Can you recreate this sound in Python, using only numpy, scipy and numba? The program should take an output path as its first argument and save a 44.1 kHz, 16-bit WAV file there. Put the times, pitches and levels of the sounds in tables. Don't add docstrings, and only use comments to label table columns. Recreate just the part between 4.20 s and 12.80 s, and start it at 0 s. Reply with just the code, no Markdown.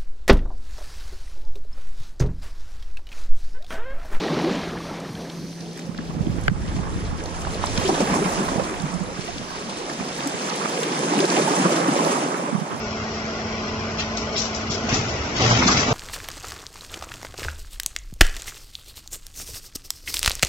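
import sys
import numpy as np
from scipy import signal
from scipy.fft import rfft, irfft
from scipy.io import wavfile
from scipy.ndimage import uniform_filter1d
from numba import njit

SR = 44100
rng = np.random.default_rng(int(sys.argv[2]) if len(sys.argv) > 2 else 0)


def gain_from_db(level_db):
    decades = np.asarray(level_db, float) / 20
    return 10 ** decades


def store_wav(level_fs):
    pcm = np.round(np.clip(np.atleast_2d(level_fs), -1, 1) * 32767)
    wavfile.write(sys.argv[1], SR, pcm.T.astype(np.int16))


N = 379260
TIME = np.arange(N) / SR
FREQ = np.maximum(np.fft.rfftfreq(N, 1 / SR), 1)

# time in seconds, surge in dB, foam left fizzing in dB re surge.
SWELL = [(.36, -35, 1), (.55, -40.5, -3.5), (.78, -40.5, -5.5), (1.45, -53, 4), (2.6, -39.5, -7),
         (3.05, -41.5, -4.5), (3.7, -33.5, 0), (3.95, -29, -9), (4.3, -32, -7.5), (4.85, -39, -6.5),
         (5.1, -40.5, 2.5), (5.85, -38.5, 1), (6.3, -34.5, -2), (6.85, -33, -2), (7.15, -29, -2),
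         (7.95, -29, -8), (8.25, -34, -10.5), (8.6, -37, -10.5)]
PART_HZ = [350, 1100, 4200, 8600]
# frequency in Hz, density in dB per Hz.
WASH_SPECTRUM = [(59, -74), (100, -85), (132, -0.5), (162, -3.5), (293, -2), (725, -9), (933, -12),
                 (1580, -16), (2260, -20), (3910, -23.5), (6620, -24), (9680, -31.5), (11500, -24),
                 (13900, -47.5), (15400, -63)]
# time in seconds, level change
# in dB, length in ms.
LULLS = [(0.92, -7, 38), (1.2, -3.5, 90), (2.65, -2, 75), (5.35, 0, 130), (6.83, 2, 29), (7.8, 0, 68),
         (1.779, -4, 6), (3.05, -6, 6), (4.278, -6, 6), (4.389, -3, 6), (3.722, 0, 14), (3.775, -2, 22),
         (3.86, -7, 25), (4.42, 0, 20), (5.66, -2.5, 22), (6.48, -3, 30), (7.075, -13, 21), (7.23, -5, 18),
         (7.41, 3, 17), (7.5, 0.5, 17), (7.64, -2.5, 28)]
LULL_SHARE = [0.45, 0.29, 0.28, 0.29]
# time in seconds, level change in dB, length in ms.
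FIZZ = [
    (.5, 1, 54),
    (1.58, 7, 66),
    (3.2, 0, 100),
    (4.15, 1.5, 90),
    (4.5, -1, 48),
    (5.45, -4.5, 380),
    (7.55, -1.5, 32),
    (7.66, -1, 34),
]
FIZZ_SHARE = [0, .2, .7, 1]
# time in seconds, peak in
# dB, pitch in Hz, ring in cycles.
GULPS = [(0.059, -21, 354, 9.1), (0.175, -18, 423, 4.6), (0.271, -15, 374, 7.7), (0.37, -20.5, 263, 6.4),
         (0.607, -23, 1160, 10), (0.822, -25, 670, 12), (3.648, -11.5, 378, 11.3), (3.67, -19.5, 202, 6),
         (3.689, -10.5, 361, 6.6), (3.804, -10, 275, 2), (3.907, -12, 183, 5.2), (4.016, -14, 397, 7.2),
         (4.046, -14, 183, 7.2), (4.329, -24, 300, 4.1), (4.398, -6, 540, 4.9), (5.088, -20.5, 693, 12),
         (5.16, -22, 282, 4.3), (5.59, -23.5, 475, 14), (6.059, -16.5, 284, 7.9), (6.97, -12, 284, 10.3),
         (7.002, -7, 385, 7), (7.039, -10.5, 352, 4.7), (6.955, -14, 205, 7), (7.199, -7, 446, 2.2),
         (7.278, -14.5, 875, 9.2), (7.31, -15, 256, 3.5), (7.445, -9.5, 181, 6), (7.605, -14, 510, 11),
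         (7.684, -7.5, 286, 4.4), (7.868, -10.5, 307, 2.5), (8.184, -21, 183, 4.2),
         (0.474, -19.5, 397, 4.6), (0.58, -34, 483, 5), (0.715, -26, 860, 6), (3.839, -21, 600, 5),
         (4.453, -20, 330, 3.6), (4.515, -22, 367, 10), (5.49, -28, 915, 7), (6.241, -27, 638, 5),
         (6.592, -16, 470, 5), (6.627, -13.5, 460, 4.7), (6.793, -18, 455, 5.8), (6.899, -32, 600, 5),
         (7.125, -17, 490, 5), (7.169, -11, 700, 5.5), (7.25, -18, 657, 5), (7.716, -27, 589, 4.5),
         (7.96, -20, 956, 6), (8.198, -19, 630, 6.3),
         (3.698, -17, 800, 7), (3.811, -10.5, 513, 5), (3.821, -13, 208, 3.6), (4.32, -11.5, 280, 2),
               (4.332, -15, 700, 4), (4.63, -19.5, 150, 6), (7.146, -12, 302, 2.1), (7.221, -13, 350, 3.3),
               (7.318, -14.5, 290, 6.5), (7.397, -9, 260, 2.4), (7.455, -11, 330, 3.7),
               (0.24, -13, 330, 6.6), (0.3, -21, 400, 4.5), (5.57, -25, 510, 8)]
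# time in seconds, peak in dB, pitch in Hz.
DROPS = [(0.0822, -18, 1830), (0.1431, -21, 3580), (0.1431, -19, 1250), (0.2024, -14, 1260),
         (0.3915, -25, 985), (0.5701, -22, 1620), (0.6529, -22, 1290), (1.7858, -25, 1800),
         (3.0579, -22, 4370), (3.5745, -19, 2240), (3.9402, -16, 1000), (4.076, -23, 1050),
         (4.285, -16, 1080), (5.3632, -25, 918), (5.4964, -34, 1100), (5.5253, -23, 1300),
         (5.7254, -31, 1320), (5.9908, -20, 1730), (7.1237, -15, 931), (7.219, -22, 993),
         (7.8486, -21, 1070), (7.871, -16, 956)]
# time in seconds, peak in dB, centre in Hz, length in ms.
SLAPS = [(3.0, -45, 2870, 2), (3.039, -34, 6600, 3.5), (3.06, -33, 4800, 1.8), (3.25, -25, 1430, 2),
         (3.269, -25.5, 844, 9.2), (3.44, -12.5, 850, 3), (3.46, -28.5, 7600, 5), (3.577, -20, 4470, 4.6),
         (3.694, -21, 780, 32), (3.66, -30, 3520, 47), (3.806, -27.5, 6790, 5.6), (3.941, -30, 1160, 1.8),
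         (3.952, -32, 9200, 3), (4.287, -23, 1190, 5), (4.62, -33, 7840, 3.5), (4.741, -34, 6700, 3.9),
         (5.697, -28, 1560, 6.5), (5.7, -34, 4500, 5), (5.888, -37, 6750, 3.6), (6.006, -28, 3070, 3),
         (6.074, -24, 7750, 3.6), (6.297, -28, 4960, 7), (6.361, -27, 9100, 2.3), (6.457, -18, 1130, 4.4),
         (6.633, -25, 3000, 8.1), (6.632, -29.5, 7100, 7.1), (6.792, -27, 7040, 3),
         (7.004, -22.5, 4100, 6.8), (7.174, -18, 700, 16), (7.165, -25.5, 2760, 26),
         (7.45, -24.5, 1170, 110), (3.056, -30, 656, 5.4), (3.355, -28, 600, 6.6), (3.345, -34, 3800, 8),
         (3.469, -30.5, 4200, 12), (3.62, -25, 670, 5.4), (3.805, -19.5, 700, 12), (3.874, -28, 1830, 4),
         (4.074, -26, 800, 6.3), (4.496, -29, 2080, 3), (4.541, -30, 1850, 5.6), (5.182, -37, 1500, 4),
         (5.08, -33.5, 2700, 7.3), (5.799, -29, 915, 5), (6.05, -26, 900, 5.5), (6.576, -25, 2040, 5),
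         (6.99, -22, 2230, 5), (7.053, -25, 4900, 6), (7.102, -22.5, 4200, 5), (7.849, -26, 4800, 4.2),
         (8.143, -26, 1750, 4.6)]
# time in seconds, peak in dB, centre in Hz, length in ms.
SPLASHES = [(3.577, -26, 2000, 4.4), (4.8, -39, 7800, 4), (4.6, -33, 4200, 5), (5.497, -33, 4000, 6),
            (5.182, -29, 4200, 4), (5.01, -38, 4700, 5), (3.68, -32, 5000, 40), (3.745, -30.5, 3400, 15),
            (3.95, -33.5, 6200, 60), (7.03, -19, 460, 39), (7.18, -19.5, 370, 39), (7.455, -20, 480, 26)]
# time in seconds, peak in dB, centre in Hz.
TICKS = [(0.497, -33, 1700), (0.576, -30, 1900), (0.772, -36, 1900), (0.806, -35, 1000), (0.802, -40, 6750),
         (0.932, -48, 9600), (0.953, -35, 3390), (1.099, -32, 3950), (1.575, -40, 7000), (1.575, -38, 1730),
         (1.593, -39.5, 6700), (1.592, -36.5, 1950), (1.778, -35.5, 3900), (1.788, -31, 1510),
         (1.886, -46, 4200), (1.99, -37, 1000), (2.068, -38, 2950), (2.212, -41, 8600),
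         (2.237, -39.5, 8000), (1.328, -41, 2200), (1.328, -44, 4100), (1.407, -38, 4770),
         (1.46, -44, 3300), (1.532, -45, 7200), (1.655, -43, 5130), (1.747, -37.5, 1900),
         (1.916, -49, 4100), (1.962, -49, 3700), (1.15, -44, 3000), (0.953, -43, 1600), (1.1, -45, 2100)]
# time in seconds, level in dB.
LINE_LEVEL = [(0, -49.5), (.8, -52.5), (1.1, -51.5), (1.4, -51), (1.7, -62), (2.2, -79), (2.3, -101),
              (4.85, -79), (5.05, -51), (5.45, -51), (5.9, -59), (6.2, -80)]
# centre in Hz, width in Hz, level in dB.
LINE_PEAKS = [(4500, 930, -2), (5850, 1000, -2), (9100, 2200, -10), (9400, 300, -18), (12500, 2800, -15)]
# frequency in Hz, level in dB, T60 in seconds.
BAIL_MODES = [(800, -8.5, 0.011), (1600, -8.5, 0.018), (1790, 3.5, .005), (2200, -13, 0.0057),
              (2830, -23, 0.012), (4600, -21.5, 0.012), (7300, -18, .004)]
# time in seconds, rumble in dB, low-cut residue in dB re rumble.
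WIND_LEVEL = [(0.0, -45, -34), (0.36, -41.5, 1), (1.58, -57, 13.5), (2.01, -31.5, -2.5), (2.4, -30.5, -5.5),
              (2.94, -29, -3.5), (3.02, -35.5, -10), (3.28, -32, -14), (3.62, -34, -6), (3.75, -41.5, -9),
              (4.79, -42.5, 3.5), (6.82, -68.5, -1), (7.5, -65, 12), (8.2, -70, 23), (8.6, -67, 27)]
# frequency in Hz, density in dB per Hz.
GUST_SPECTRUM = [(12, -33), (20, 0.5), (49, 1), (139, 6.5), (316, -18), (357, -20), (403, -25), (500, -23),
                 (650, -51), (1100, -120)]
# time in seconds, peak in dB, frequency in Hz, length in ms.
BUFFETS = [(1.695, -19.5, 193, 10), (1.952, -22, 202, 5.6), (1.97, -21.5, 208, 8), (2.012, -14, 168, 16),
           (2.073, -11.5, 265, 5.8), (2.102, -15.5, 162, 9.3), (2.165, -22, 243, 8.3),
           (2.185, -15, 211, 3.6), (2.32, -16, 180, 19), (2.425, -31, 143, 19), (2.553, -20.5, 182, 6.9),
           (2.596, -22.5, 151, 17), (2.932, -17.5, 151, 6.5), (3.584, -13.5, 167, 5),
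           (3.634, -23, 168, 7.6), (4.185, -21, 179, 17), (4.361, -14.5, 205, 4.6),
           (4.384, -15.5, 173, 8.1), (4.423, -22, 169, 11), (4.641, -22, 174, 19), (4.754, -21, 176, 39),
           (4.82, -22, 179, 28), (4.994, -21, 168, 12), (5.81, -21.5, 198, 8.2), (6.15, -24, 180, 9),
           (8.332, -17.5, 220, 10), (8.354, -14, 180, 15), (8.384, -21.5, 183, 15), (8.421, -19, 194, 12)]
# time in seconds, peak in dB, frequency in Hz, length in ms.
LEE_BUFFETS = [
    (1.794, -19, 218, 7.8),
    (1.899, -21.5, 188, 7.6),
    (2.242, -23, 157, 4.9),
    (2.762, -18, 148, 9.1),
]
# time in seconds, peak in dB, frequency in Hz, length in ms.
THUMPS = [
    (2.089, -25, 108, 30),
    (2.285, -26, 83.4, 30),
    (2.493, -24, 91.5, 30),
    (2.719, -22, 51.1, 30),
    (2.892, -21, 51.1, 30),
    (3.127, -26, 70.0, 30),
]
# time in seconds, level in dB.
DRONE_LEVEL = [(0, -39), (.5, -40), (1.4, -39.5), (2, -38.5), (2.6, -43.5), (3.2, -42), (3.8, -56),
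               (8.6, -51.5)]
# frequency in Hz, lead in radians.
LEFT_LEAD = [(0, 0), (430, -.3), (775, -1.3), (1120, -3.5), (1460, -3.8), (2150, -6.7), (2500, -8.9),
             (4220, -6.5), (4900, -8.2), (5900, -10.6), (7000, -9.9), (9000, -12.2), (15000, -15)]
# frequency in Hz, gain in dB.
LEFT_TILT = [(150, 1.5), (430, 0), (780, -4.5), (1150, -7.5), (1800, -5), (2900, 0), (4200, -1), (5100, 4),
             (6200, -1), (9400, 1)]
# frequency in Hz, coherence 0 to 1.
ALIKE = [(150, .99), (430, .93), (780, .65), (1300, .5), (2400, .25), (4100, .6), (6000, .4), (12000, .3)]
# centre in Hz, width in Hz, gain in dB.
GROUND_NOTCHES = [(1430, 95, -2.5), (2770, 290, -1)]
# time in seconds, side share 0 to 1.
WIDTH = [(0, 0.003), (1.0, 0.0017), (1.05, 0.15), (1.4, 0.52), (1.9, 0.86), (8.6, 1)]
# time in seconds, threshold in dB re local mean, top in Hz.
SPARSE = [(0, -10, 15200), (1.2, -10, 15300), (1.35, 3, 15150), (2.25, 4.5, 15050), (2.35, 6.5, 14000),
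          (3.2, 6.5, 14200), (5.5, 7, 14400), (7.0, 7.5, 14200), (8.6, 7, 14200)]

BAIL_S, BAIL_DB = 2.2805, -2


def unit(x):
    return x / np.sqrt(np.mean(x ** 2))


def curves(table):
    s, *columns = np.transpose(table)
    return [np.interp(TIME, s, column) for column in columns]


def on_log(hz, table):
    f, value = np.transpose(table)
    return np.interp(np.log(hz), np.log(np.maximum(f, 1)), value)


def humps(table):
    return sum(db * np.exp(-((TIME - s) * 1000 / ms) ** 2) for s, db, ms in table)


def band(x, hz, width_hz):
    edges = np.clip([hz - width_hz / 2, hz + width_hz / 2], 5, SR / 2 - 1000)
    return signal.sosfilt(signal.butter(2, edges, "bandpass", fs=SR, output="sos"), x)


def walk(rate_hz):
    k = int(SR / rate_hz)
    held = np.repeat(rng.standard_normal(N // k + 1), k)
    return unit(uniform_filter1d(uniform_filter1d(held, k), k)[:N])


@njit
def bubbles(n, start, turn, cycles, size, glide):
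    out = np.zeros(n)
    for k in range(len(start)):
        length = cycles[k] * 2 * np.pi / turn[k]
        phase = 0.
        for i in range(min(int(3 * length), n - start[k])):
            u = i / length
            phase += turn[k] * (1 + glide * u)
            out[start[k] + i] += size[k] * np.sin(phase) * 8 * u * np.exp(-3 * u)
    return out


def ports(direct, scattered):
    alike = np.clip(on_log(FREQ, ALIKE), 0, 1)
    gain = gain_from_db(on_log(FREQ, LEFT_TILT))
    lead = np.interp(FREQ, *np.transpose(LEFT_LEAD))
    ground = gain_from_db(sum(db * np.exp(-((FREQ - hz) / width) ** 2) for hz, width, db in GROUND_NOTCHES))
    right = rfft(direct)
    left = (alike * right + np.sqrt(1 - alike ** 2) * rfft(scattered)) * gain * np.exp(1j * lead)
    centre = np.sqrt(1 + gain ** 2 + 2 * alike * gain * np.cos(lead)) / 2
    return irfft(np.array([left, right]) / centre * ground, N)


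def wash_parts():
    surge, foam = curves(SWELL)
    sleeve = 1 / (1 + (TIME / 0.78) ** 6)
    early = np.interp(TIME + 0.06, TIME, surge)
    air = 1.32 * np.maximum(early, -41) + 6 * sleeve
    spray = 1.305 * surge + 0.54 * foam - 18 * sleeve
    parts = np.array([air, surge, surge + foam, spray])
    return parts + np.outer(LULL_SHARE, humps(LULLS)) + np.outer(FIZZ_SHARE, humps(FIZZ))


def wash():
    parts = wash_parts()
    usual = np.mean(gain_from_db(2 * parts[:, int(6.4 * SR):8 * SR]), axis=1)
    parts -= 10 * np.log10(usual)[:, None]
    slosh = np.array([walk(24) for _ in PART_HZ])
    patter = np.array([walk(70) for _ in PART_HZ])
    patter = np.clip(patter - .8, 0, 1.4)
    out = np.zeros((2, N))
    for hz in 125 * 2 ** np.arange(0, 7, 1 / 3):
        share = [np.interp(np.log(hz), np.log(PART_HZ), row) for row in np.eye(4)]
        high = min(hz / 2000, 1) * min(9000 / hz, 1) ** 2
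        db = np.dot(share, parts + 0.84 * slosh + 3.6 * high * patter)
        db = db + (2.5 - 1.6 * high) * walk(25)
        gain = gain_from_db(db + on_log(hz, WASH_SPECTRUM) + 10 * np.log10(hz) - 56.5)
        chance = rng.random((2, int(8.6 * (30 + hz * .1)), 3))
        for path, (at, pitch, big) in enumerate(chance.transpose(0, 2, 1)):
            start = (at * N).astype(np.int64)
            turn = 2 * np.pi / SR * hz * (0.866 + .24 * pitch)
            ring = bubbles(N, start, turn, np.full(len(at), 5.5), gain_from_db(14.3 * big ** 4), .12)
            rush = band(rng.standard_normal(N), hz, .25 * hz)
            out[path] += gain * (gain_from_db(-2.0) * unit(ring) + unit(rush))
    return ports(*out)


def gulps():
    drops = [(s + 0.00301, db - 1, hz, 4.4) for s, db, hz in DROPS]
    s, db, hz, cycles = np.transpose([*GULPS, *drops])
    start = ((s - .003) * SR).astype(np.int64)
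    ring = bubbles(N, start, 2 * np.pi * hz / SR, np.clip(cycles, 1, 20), gain_from_db(db - 5.0), 0.015)
    swell = np.sqrt(np.abs(uniform_filter1d(ring ** 2, size=400)))
    clump = gain_from_db(-15) * swell * unit(band(rng.standard_normal((2, N)), 1000, 1540))
    return ports(ring + clump[0], np.roll(ring, 30) + clump[1])


def slaps():
    pad = 1000
    out = np.zeros((2, N + 2 * pad))
    t = np.arange(-pad, pad) / SR
    ticks = [(s, db, hz, 5.4) for s, db, hz in TICKS]
    for s, db, hz, ms in [*SLAPS, *ticks, *SPLASHES]:
        side_ms = np.where(t < 0, .22, .75) * max(ms, 2)
        swell = np.exp(-(t * 1000 / side_ms) ** 2)
        burst = swell * band(rng.standard_normal((2, len(t))), hz, 0.5145 * hz)
        burst *= np.sqrt(np.sum(swell ** 2) / np.sum(burst ** 2, axis=1, keepdims=True) / 2)
        at = int(s * SR)
        out[:, at:at + len(t)] += gain_from_db(db + 1.0) * burst
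    return ports(*out[:, pad:N + pad])


def line_hiss():
    hiss = sum(gain_from_db(db) * unit(band(rng.standard_normal((2, N)), hz, width_hz))
               for hz, width_hz, db in LINE_PEAKS)
    return ports(*(hiss * gain_from_db(curves(LINE_LEVEL)[0] + 1.2 * walk(24.2))))


def bail_snap():
    t = np.arange(2000) / SR
    ring = sum(gain_from_db(db) * np.sin(2 * np.pi * hz * t) * np.exp(-t * np.log(1000) / t60_s)
               for hz, db, t60_s in BAIL_MODES)
    ring = -ring * (1 - np.exp(-(t / .00045) ** 2))
    ring = gain_from_db(BAIL_DB) * ring / np.abs(ring).max()

    def struck(gain, hz, decay_s, rise_s):
        return gain * np.sin(2 * np.pi * hz * t) * np.exp(-t / decay_s) * (1 - np.exp(-t / rise_s))

    thud = struck(gain_from_db(-9), 140, .009, .001)
    knock = struck(.4, 420, .003, .0003)
    ping = struck(.22, 2950, .0018, .0003)
    arrivals = [(1, 0, ring), (0, 12, .3 * ring), (0, 48, -.9 * ring),
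                (1, 130, thud), (0, 215, thud), (1, 142, knock), (0, 142, -knock),
                (0, 26, ping), (1, 750, .08 * ring), (0, 790, .04 * ring)]
    out = np.zeros((2, N))
    at = int(BAIL_S * SR)
    for port, late, sound in arrivals:
        out[port, at + late:at + late + len(t)] += sound
    rattle = band(rng.standard_normal((2, len(t))) * np.exp(-t / .0015), 2600, 4000)
    out[:, at + 8:at + 8 + len(t)] += gain_from_db(-20) * rattle
    return out


def wind():
    rumble_db, flutter_db = curves(WIND_LEVEL)
    out = np.zeros((2, N))
    for port, side_db in enumerate((-1.0, 3.5)):
        shape = gain_from_db(on_log(FREQ, GUST_SPECTRUM)) / (1 + (FREQ / 105) ** 8)
        low = unit(irfft(rfft(rng.standard_normal(N)) * shape, N))
        flutter = unit(band(rng.standard_normal(N), 189, 138))
        out[port] = low * gain_from_db(rumble_db + 2.2 * walk(18))
        out[port] += flutter * gain_from_db(rumble_db + flutter_db + 3.4 * walk(30))
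        out[port] *= gain_from_db(side_db)
    shed = [(3.2 + (k + 0.3 * a) * 0.02, -32 + 2.3 * b, 143 * (1 + 0.08 * c), 12)
            for k, (a, b, c) in enumerate(rng.standard_normal((9, 3)))]
    thumps = [(s + .012, db - 4.0, hz, ms) for s, db, hz, ms in THUMPS]
    half = 2000
    t = np.arange(-half, half) / SR
    for port, events in ((1, [*BUFFETS, *shed, *thumps]), (0, LEE_BUFFETS)):
        for s, db, hz, ms in events:
            eddy = np.exp(-(t * 1000 / (0.47 * ms)) ** 2) * np.cos(2 * np.pi * (hz * t + rng.random()))
            at = int(s * SR)
            out[port, at - half:at + half] += gain_from_db(db + 5.0) * eddy
    return out


def drone():
    phase = 2 * np.pi * np.cumsum(168 * (1 + 0.0051 * walk(12))) / SR
    tone = sum(gain_from_db(db + 1.0 * walk(11)) * np.sin(order * phase)
               for order, db in ((1, 0.5), (2, -11), (3, -25)))
    return tone * gain_from_db(curves(DRONE_LEVEL)[0] + 4.5)


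def wind_filter(x):
    return signal.sosfilt(signal.ellip(6, .5, 50, 136, "highpass", fs=SR, output="sos"), x)


def scene():
    since_s = TIME - BAIL_S - .004
    duck = gain_from_db(-7 * (since_s > 0) * np.exp(-np.abs(since_s) / 0.067))
    water = wind_filter(duck * wash() + gulps() + slaps())
    return water + line_hiss() + bail_snap() + wind() + drone()


def thin_treble(x):
    f, s, lines = signal.stft(x, SR, nperseg=2048)
    hz = f[:, None]
    at, floor_db, top_hz = np.transpose(SPARSE)
    size = np.abs(lines)
    mean = uniform_filter1d(uniform_filter1d(size, size=32, axis=1), size=3, axis=2)
    patch = np.repeat(rng.standard_normal((1, len(f) // 8 + 1, len(s))), 8, axis=1)[:, :len(f)]
    dip_db = 2.5 * (s > BAIL_S) * np.exp(-((hz - 11700) / 600) ** 2)
    strong = size > mean * gain_from_db(np.interp(s, at, floor_db) + 2.2 * patch + dip_db)
    below_top = hz < np.interp(s, at, top_hz) + 250 * (s > WIDTH[1][0]) * patch[:, -1:]
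    below_thinning = hz < 10620 + 250 * patch[:, :1]
    attack = np.any([abs(s - hit) < .012 for hit in (1.585, BAIL_S - .005, 6.074)], axis=0)
    keep = (strong & below_top) | below_thinning | attack
    return signal.istft(lines * keep, SR, nperseg=2048)[1][:, :N]


def low_pass(x):
    return signal.sosfilt(signal.butter(12, 15540, fs=SR, output="sos"), x)


def record(dry):
    treble_dip = np.clip(1.5 - np.abs(TIME - BAIL_S - .010) / .004, 0, .9)
    heard = thin_treble(dry - treble_dip * band(dry, 9800, 14400))
    heard = heard + gain_from_db(-75) * unit(band(rng.standard_normal(N), 50, 80))
    mid = heard.mean(axis=0)
    side = (heard[0] - heard[1]) / 2 * np.clip(curves(WIDTH)[0], 0, 1)
    return low_pass(np.array([mid + side, mid - side]))


dry = scene()
out = record(dry)
store_wav(out)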